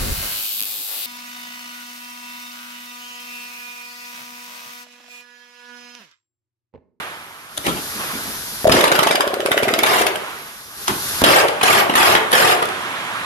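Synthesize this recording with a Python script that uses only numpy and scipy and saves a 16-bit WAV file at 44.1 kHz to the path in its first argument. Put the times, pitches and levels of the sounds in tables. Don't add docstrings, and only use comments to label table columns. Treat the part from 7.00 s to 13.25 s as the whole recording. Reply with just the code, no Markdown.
import sys
import numpy as np
from scipy import signal
from scipy.fft import rfft, irfft, next_fast_len
from scipy.io import wavfile
from scipy.ndimage import uniform_filter1d

SR = 44100
rng = np.random.default_rng(int(sys.argv[2]) if len(sys.argv) > 2 else 0)


def generate_wav(sig):
    pcm = np.round(np.clip(np.atleast_2d(sig).T, -1, 1) * 32767).astype(np.int16)
    wavfile.write(sys.argv[1], SR, pcm)


N = 275625
LEFT_LEAD_S = .00036


def amp(db):
    return 10 ** (np.asarray(db) / 20)


def unit(x):
    return x / np.sqrt(np.mean(x ** 2) + 1e-20)


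def along(points, hz):
    freqs, values = np.transpose(points)
    return np.interp(np.log(hz + 1), np.log(freqs + 1), values)


def filtered(x, response):
    size = next_fast_len(N + SR // 2)
    return irfft(rfft(x, size) * response(np.fft.rfftfreq(size, 1 / SR)), size)[..., :N]


def add(track, start_s, sound):
    part = track[..., max(round(start_s * SR), 0):][..., :sound.shape[-1]]
    part += sound[..., :part.shape[-1]]


def bursts(times, levels_db, rise, hold, t60):
    t = np.arange(SR // 2) / SR
    power = np.zeros(N)
    for start, db, attack, held in np.broadcast(times, levels_db, rise, hold):
        burst = (1 - np.exp(-t / attack)) * amp(db - 60 * np.maximum(t - held, 0) / t60)
        add(power, start, burst ** 2)
    return np.sqrt(power)


# frequency in Hz, left-right likeness from 0 to 1.
DIRECT_LIKENESS = [(60, .6), (130, .7), (250, .92), (500, 0.95), (1300, 0.65), (2500, 0.35), (5000, 0.27),
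                   (12000, 0.12)]
def noise(spectrum, patchy_db, lead_s=LEFT_LEAD_S, patch=(4, 5)):
    def mid_side(hz):
        angle = np.arccos(np.clip(along(DIRECT_LIKENESS, hz), -1, 1)) / 2
        return amp(along(spectrum, hz)) * [np.cos(angle), np.sin(angle)]

    white = signal.stft(rng.standard_normal((2, N)), nperseg=512)[2]
    patches = uniform_filter1d(rng.standard_normal(white.shape[1:]), size=patch[0], axis=0)
    patches = uniform_filter1d(patches, size=patch[1], axis=1)
    colour = amp(patchy_db * 2 * np.tanh(unit(patches) / 2))
    mottled = signal.istft(white * colour, nperseg=512)[1][:, :N]
    mid, side = filtered(mottled, mid_side)
    stereo = np.array([mid + side, mid - side])
    early_s = np.array([[lead_s], [-lead_s]]) / 2
    return unit(filtered(stereo, lambda hz: np.exp(2j * np.pi * hz * early_s)))


# frequency in Hz, t60 in seconds.
ROOM_DECAY = [(100, 0.11), (400, 0.71), (1200, 0.37), (3000, 0.36), (6000, 0.25), (12000, 0.33)]
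# frequency in Hz, left-right likeness from 0 to 1.
ECHO_LIKENESS = [(100, .45), (300, 0.99), (700, 0.36), (1500, 0)]
def reflections(x, decay, build_s, span_s=.45):
    out = np.zeros((2, N))
    for start in np.arange(0, N / SR, span_s):
        hz, t, wash = signal.stft(rng.standard_normal((2, SR * 2 // 3)), SR, nperseg=256)
        alike = np.clip(along(ECHO_LIKENESS, hz), 0, 1)[:, None]
        wash[1] = alike * wash[0] + np.sqrt(1 - alike ** 2) * wash[1]
        tail = signal.istft(wash * amp(-60 * t / along(decay, hz)[:, None]), SR, nperseg=256)[1]
        tail *= 1 - np.exp(-np.arange(tail.shape[1]) / SR / build_s)
        part = x[:, round(start * SR):round((start + span_s) * SR)]
        add(out, start, signal.fftconvolve(part, tail / np.linalg.norm(tail[0]), axes=1))
    return out


# time in seconds, relative level in dB.
BED_RIDE = [(0, -31.5), (.27, -43), (.55, -45), (.99, -36.5), (1.005, -30), (1.45, -40.5), (3.3, -34),
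            (3.65, -47.5), (4.2, -32), (5.7, -29), (6.25, -29.5)]
# frequency in Hz, relative level in dB.
BED_TONE = [(30, -72), (80, -5.5), (130, -3.5), (250, -3.5), (500, -3), (800, 1.5), (1200, 6.5),
            (2000, 1.5), (3500, -4), (5000, -15), (8500, -18), (10500, -16), (13000, -25)]
def workshop():
    level_db = np.interp(np.arange(N) / SR, *np.transpose(BED_RIDE))
    return amp(level_db) * noise(BED_TONE, patchy_db=1.5, lead_s=LEFT_LEAD_S / 2) * amp([[2.5], [5.5]])


# start in seconds, end in seconds, relative level in dB.
AIR_LEAKS = [(0.487, 1.665, -33), (3.054, 3.85, -46), (3.732, 4.226, -27)]
# frequency in Hz, relative level in dB.
HISS_TONE = [(150, 5), (500, -2), (900, -36), (1500, 4.5), (2300, -6), (3500, 4), (5000, 5), (6500, 2.5),
             (8300, -1.5), (10000, 5), (12500, 6)]
def air(swell_s=.36, cut_s=.0039):
    t = np.arange(N) / SR
    flow = sum(amp(db) * np.clip((t - start) / swell_s, 0, 1) * np.clip((end - t) / cut_s, 0, 1)
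               for start, end, db in AIR_LEAKS)
    hiss = noise(HISS_TONE, patchy_db=1, lead_s=LEFT_LEAD_S / 2)
    return (flow + amp(-48)) * hiss * amp([[5.5], [5.8]])


# start in seconds, relative thud level in dB,
# scrape in dB against that level, hold in seconds, attack in seconds.
LOW_THUDS = [(0.575, -36.5, -2, .02, 0.0024), (0.639, -38.5, 16.5, 0.036, .008),
             (0.667, -19.5, -1.5, 0.026, .0013), (0.74, -35.5, 4.5, 0.035, 0.011),
             (0.946, -36, -18, .033, .004), (1.127, -32, -22, 0.036, .004),
             (1.251, -32.5, -19, .035, 0.0045), (1.706, -16.5, -14, 0.03, .0013),
             (3.886, -22.5, 2, 0.017, 0.0031), (4.219, -18, -16, 0.042, 0.0017)]
# frequency in Hz, relative level in dB.
THUD_TONE = [(25, -13), (70, -6.5), (110, 0.5), (160, 0), (250, 1), (390, -0.5), (550, -12.5), (1000, -31),
             (3000, -63)]
def low_thuds():
    times, db, scrape_db, hold, rise = np.transpose(LOW_THUDS)
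    thud = bursts(times, db - .5, rise, hold, t60=.31) * noise(THUD_TONE, patchy_db=3, lead_s=0)
    scrape_level = bursts(times - .002, db + scrape_db, rise, hold, t60=.2)
    scrape = noise(CLANG_TONE, patchy_db=7.5) + amp(-9) * noise(SNAP_TONE, patchy_db=5)
    return thud + scrape_level * scrape


CAVITY_HZ = 638
def puffs(times, levels_db, hz, glide_hz_per_s=19400, cavity_share=1.0, peak_s=.0036):
    t = np.arange(SR // 10) / SR
    swell = (t / peak_s * np.exp(1 - t / peak_s)) ** 2
    out = np.zeros(N)
    for start, db in zip(times, levels_db):
        note_hz, cavity_hz = np.array([hz, CAVITY_HZ]) * (1 + .11 * rng.standard_normal(2))
        note = np.sin(2 * np.pi * (note_hz + glide_hz_per_s * t / 2) * t)
        cavity = cavity_share * np.cos(2 * np.pi * cavity_hz * t)
        add(out, start, amp(db) * swell * (note + cavity))
    return out


# start in seconds, relative gust level in dB, cavity ring level in dB.
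VALVE_KICKS = [(1.6445, -10, -5), (1.671, -6, -5.5), (1.696, -2, -19), (4.219, -2.5, -30)]
def valve(cavity_lag_s=.0083, push_s=.0009):
    times, gust_db, ring_db = np.transpose(VALVE_KICKS)
    t = np.arange(SR // 10) / SR
    gust = (1 - t / push_s) * np.exp(-t / push_s) * (1 - np.exp(-t / .000068))
    out = puffs(times + cavity_lag_s, ring_db, CAVITY_HZ, glide_hz_per_s=0)
    for start, db in zip(times, gust_db):
        add(out, start, amp(db + 9) * gust)
    return out


def grit(depth_db=6):
    flicker = unit(uniform_filter1d(rng.standard_normal(N), size=40))
    return unit(amp(depth_db * np.tanh(flicker)))


# frequency in Hz, relative level in dB.
CLATTER_TONE = [(700, -4), (1200, 1), (2100, 1), (3100, -1.5), (4000, -11), (5000, -5), (6500, -12),
                (8200, -14), (10000, -15.5), (13000, -9.5)]
def clatter(drive, bounces_per_s=2000, mean_t60=.065, spread_db=10, band_hz=(700, 13000)):
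    t = np.arange(SR // 20) / SR
    when, pitch, size, life, *phases = rng.random((int(bounces_per_s * N / SR), 6)).T
    phases = np.array(phases)
    hz = np.interp(pitch, [0, 1], np.sqrt(band_hz)) ** 2
    force = drive[(when * N).astype(int)]
    gain = force * amp(along(CLATTER_TONE, hz) + spread_db * size) * hz ** .25
    out = np.zeros((2, N))
    for k in np.flatnonzero(force > drive.max() / 50):
        fade = gain[k] * amp(-60 * t / (mean_t60 * (.5 + life[k])))
        add(out, when[k] * N / SR, fade * np.sin(2 * np.pi * (hz[k] * t + phases[:, k, None])))
    return unit(out) * np.sqrt(np.mean(drive ** 2))


# pitch in Hz, relative level in dB, t60 in seconds.
STEEL_MODES = [(834, 3, .06), (1197, 7, .08), (1534, 0, .05), (1630, 3, .06), (1845, 3, .06),
               (2277, -1, .05), (2799, 2, .05), (3050, 1, .06), (3290, 2, .04), (4757, 0, .06),
               (5373, -1, .06), (7181, -2, .07), (9496, -1, .06), (12138, 0, .05)]
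def steel(times, levels_db, scatter_db=4, detune=.003):
    t = np.arange(SR // 8) / SR
    hz, db, t60 = np.transpose(STEEL_MODES)[:, :, None]
    fade = amp(db - 60 * t / t60) * (1 - np.exp(-t / .00086))
    out = np.zeros((2, N))
    for start, level_db in zip(times, levels_db):
        modes = fade * np.exp(2j * np.pi * hz * (1 + detune * rng.standard_normal(hz.shape)) * t)
        strengths = amp(scatter_db * rng.standard_normal((2, len(hz))))
        phases = np.exp(2j * np.pi * rng.random((2, len(hz))))
        add(out, start, amp(level_db) * ((strengths * phases) @ modes).real)
    return out


def shank(times, levels_db, hz=4910, t60=.031):
    t = np.arange(SR // 10) / SR
    out = np.zeros((2, N))
    for start, db in zip(times, levels_db):
        pitch_hz = hz * (1 + .012 * rng.standard_normal())
        stereo_phase = np.array([[0], [rng.normal(0, .15)]])
        envelope = amp(db + .5 - 60 * t / t60) * (1 - np.exp(-t / .00089))
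        add(out, start, envelope * np.sin(2 * np.pi * (pitch_hz * t + stereo_phase)))
    return out


# frequency in Hz, relative level in dB.
CLANG_TONE = [(30, -39), (100, -9.5), (300, -2), (700, 1), (1250, 1), (2100, -4), (3100, -6), (4000, -12.5),
              (6000, -25), (13000, -30.5)]
# frequency in Hz, relative level in dB.
SNAP_TONE = [(1000, -4), (3500, 27.5), (5000, 17.5), (6500, 19), (8200, 15), (10000, 21.5), (13000, 17)]
def blows(times, db, snap_db, contact_s):
    strike = bursts(times, db + 2.5, rise=.00061, hold=contact_s, t60=.0046)
    chatter = bursts(times - .003, db - 9, rise=.0017, hold=.0076, t60=.051)
    clang = np.hypot(strike, chatter) * noise(CLANG_TONE, patchy_db=6.5)
    tick = bursts(times - .006, snap_db - 8, rise=.0007, hold=.0022, t60=.012)
    crack = bursts(times, snap_db + 2, rise=.00019, hold=contact_s, t60=.0088)
    skitter = bursts(times, snap_db + .5 * db - 5, rise=.003, hold=1.5 * contact_s, t60=.022)
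    snap = np.sqrt(tick ** 2 + crack ** 2 + skitter ** 2) * grit() * noise(SNAP_TONE, patchy_db=6.5)
    rebound = clatter(bursts(times, db - 11, rise=.002, hold=3 * contact_s, t60=.04))
    return clang + steel(times, db - 24.5), snap + rebound


# start in seconds, relative clang and snap levels in dB.
LOOSE_KNOCKS = [(0.5743, -28, -22), (0.6642, -20.5, -20.5), (3.156, -25, -23), (3.8795, -15, -15),
                (4.214, -20, -17), (4.4821, -17, -26), (4.612, -15, -31), (4.896, -18, -31),
                (4.937, -19, -26), (5.1505, -8.5, -20), (5.3158, -19, -21.5), (5.624, -20, -25),
                (5.653, -38, -27.5), (5.687, -33, -29)]
def knocks():
    return blows(*np.transpose(LOOSE_KNOCKS), contact_s=.0057)


# start in seconds, relative clang and snap levels in dB,
# contact time in seconds, relative level of the shank's ping in dB.
PISTON_STROKES = [(1.673, -23, -19.5, 0.0056, -37), (1.695, -15, -16, 0.003, -30),
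                  (1.7203, -13, -13.5, .006, -4.5), (1.748, -25, -23, 0.0052, -34),
                  (1.777, -27, -28, 0.013, -34), (1.806, -12.5, -18, 0.009, -30),
                  (1.839, -9, -15.5, .0064, -28), (1.876, -17.5, -19.5, 0.0064, -27),
                  (1.915, -13.5, -20.5, .011, -34), (1.952, -18.5, -22, .0138, -18),
                  (1.989, -11, -18.5, 0.0069, -35), (2.029, -13, -17.5, 0.009, -34),
                  (2.069, -11.5, -25, 0.0073, -32), (2.109, -11, -17, 0.0063, -30),
                  (2.154, -18.5, -20.5, 0.0075, -12), (2.206, -13, -18.5, 0.0042, -14),
                  (2.276, -18.5, -18, .0022, -27), (2.34, -20, -21.5, 0.0025, -38),
                  (2.403, -19.5, -30, 0.0032, -44), (2.46, -14, -20.5, .0024, -32),
                  (2.516, -9, -16, 0.0029, -38), (2.576, -11.5, -17, 0.0033, -44),
                  (2.631, -10, -21, 0.0027, -36), (2.681, -17.5, -28.5, 0.012, -42),
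                  (2.738, -10.5, -17.5, 0.0027, -12.5), (2.788, -13, -19, 0.0052, -20),
                  (2.833, -10.5, -18.5, 0.0086, -28), (2.86, -21, -22, 0.0086, -34),
                  (3.016, -18, -20, 0.0084, -32), (3.066, -13.5, -20, 0.0053, -21)]
def half_throttle(forward_hz=305.5, return_hz=490):
    times, db, snap_db, contact_s, shank_db = np.transpose(PISTON_STROKES)
    scatter_db = rng.standard_normal((len(times), 2))
    slow = np.diff(times) > 1 / 21
    midway = (times[:-1] + times[1:])[slow] / 2
    forward = puffs(times - .00773, scatter_db[:, 0] - 15.5, forward_hz)
    back = puffs(midway - .0039, scatter_db[1:, 1][slow] - 14.5, return_hz, cavity_share=.33)
    body, edge = blows(times, db, snap_db, contact_s)
    return (body, edge + shank(times, shank_db)), forward + back


# start in seconds, length in seconds, mid-run drive in dB,
# relative level of the opening crash in dB.
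TRIGGER_PULLS = [(1.716, 0.071, -24, -15), (2.863, 0.14, -23.5, -18), (4.2387, 0.17, -20.5, -4.5),
                 (4.63, 0.18, -21.5, -13.5), (4.953, 0.183, -21, -14.5), (5.327, 0.2, -21.5, -13.5)]
def throttle(t, coast_s=0, attack_s=.008, sag_db_per_s=10, release_db_per_s=850):
    gain = np.zeros(len(t))
    for start, length, db, _ in TRIGGER_PULLS:
        age = np.maximum(t - start, 0)
        sag_db = sag_db_per_s * (age - length / 2)
        release_db = release_db_per_s * np.maximum(age - length - coast_s, 0)
        gain += (1 - np.exp(-age / attack_s)) * amp(db - sag_db - release_db)
    return gain


# frequency in Hz, relative level in dB.
EXHAUST_TONE = [(30, -28), (110, -11.5), (260, -25), (370, 1.5), (480, -3.5), (600, 0), (800, 0),
                (1000, -4), (1600, -6.5), (5000, -31)]
# frequency in Hz, relative level in dB.
RATTLE_TONE = [(700, -34), (1500, 10), (3000, 11), (4200, 11), (5400, 2), (6500, -1), (8200, -11),
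               (10000, 10), (13000, -3)]
def full_throttle(blows_per_s=41.5, coast_s=.035, jitter_s=.0008):
    starts, lengths, _, crash_db = np.transpose(TRIGGER_PULLS)
    times = np.concatenate([np.arange(start + 1 / blows_per_s, end + 2 * coast_s, 1 / blows_per_s)
                            for start, end in zip(starts, starts + lengths)])
    level_scatter, time_scatter = rng.standard_normal((len(times), 2)).T
    db, bark_db = 20 * np.log10([throttle(times), throttle(times, coast_s)]) + 1.5 * level_scatter
    times = times + jitter_s * time_scatter
    drive = throttle(np.arange(N) / SR)

    beat = np.hypot(bursts(times, db, rise=.0015, hold=.007, t60=.04), .45 * drive)
    crash = bursts(starts, crash_db, rise=.0008, hold=.009, t60=.04)
    clang = np.hypot(amp(3) * beat, amp(3.5) * crash) * noise(CLANG_TONE, patchy_db=5)
    venting = bursts(times - .004, bark_db + 4.5, rise=.00023, hold=.0025, t60=.19)
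    bark = venting * noise(EXHAUST_TONE, patchy_db=6.5, patch=(2, 6))

    bounce = np.hypot(bursts(times, db, rise=.00057, hold=.0036, t60=.044), drive)
    rattle_force = .6 * np.hypot(amp(1.5) * bounce, crash)
    rattle = rattle_force * grit() * noise(RATTLE_TONE, patchy_db=8.5, patch=(4, 7))
    ringing = clatter(amp(4) * bounce)
    bite_force = np.hypot(amp(-2) * crash, amp(-9) * bounce)
    bite = bite_force * grit() * noise(SNAP_TONE, patchy_db=8, patch=(4, 6))
    return clang + bark + steel(times, db - 7), rattle + ringing + bite


def scene():
    strokes, exhaust = half_throttle()
    body, edge = np.sum([strokes, full_throttle(), knocks()], axis=0)
    exhaust = exhaust + valve()
    port = np.array([exhaust, np.roll(exhaust, round(LEFT_LEAD_S * SR / 2))])
    thuds = low_thuds()
    bench_send = body + port + thuds + amp(-11) * edge
    bench = amp(-3) * reflections(bench_send, decay=[(200, .041), (10000, .14)], build_s=.0036)
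    room_send = body + amp(-5.5) * port + amp(-12.5) * thuds + amp(-4.5) * edge
    room = amp(-6) * reflections(room_send, ROOM_DECAY, build_s=.051)
    return body + edge + port + thuds + bench + room + air() + workshop()


def record(dry, low_cut_hz=55, top_hz=13150, limit_db=-8.5, limiter_s=.006):
    tilt = lambda hz: amp(along([(5000, .069), (9000, 1)], hz) * np.array([[1], [-1]]))
    x = filtered(dry, lambda hz: tilt(hz) * 1j * hz / (low_cut_hz + 1j * hz))
    pole = np.exp(-1 / (limiter_s * SR))
    power = signal.lfilter([1 - pole], [1, -pole], np.mean(x ** 2, axis=0))
    limited = x / (1 + (power / amp(limit_db) ** 2) ** 4) ** (1 / 8)
    clipped = limited / (1 + (limited / .95) ** 4) ** (1 / 4)
    return filtered(clipped, lambda hz: hz < top_hz)


dry = scene()
out = record(dry)
generate_wav(out)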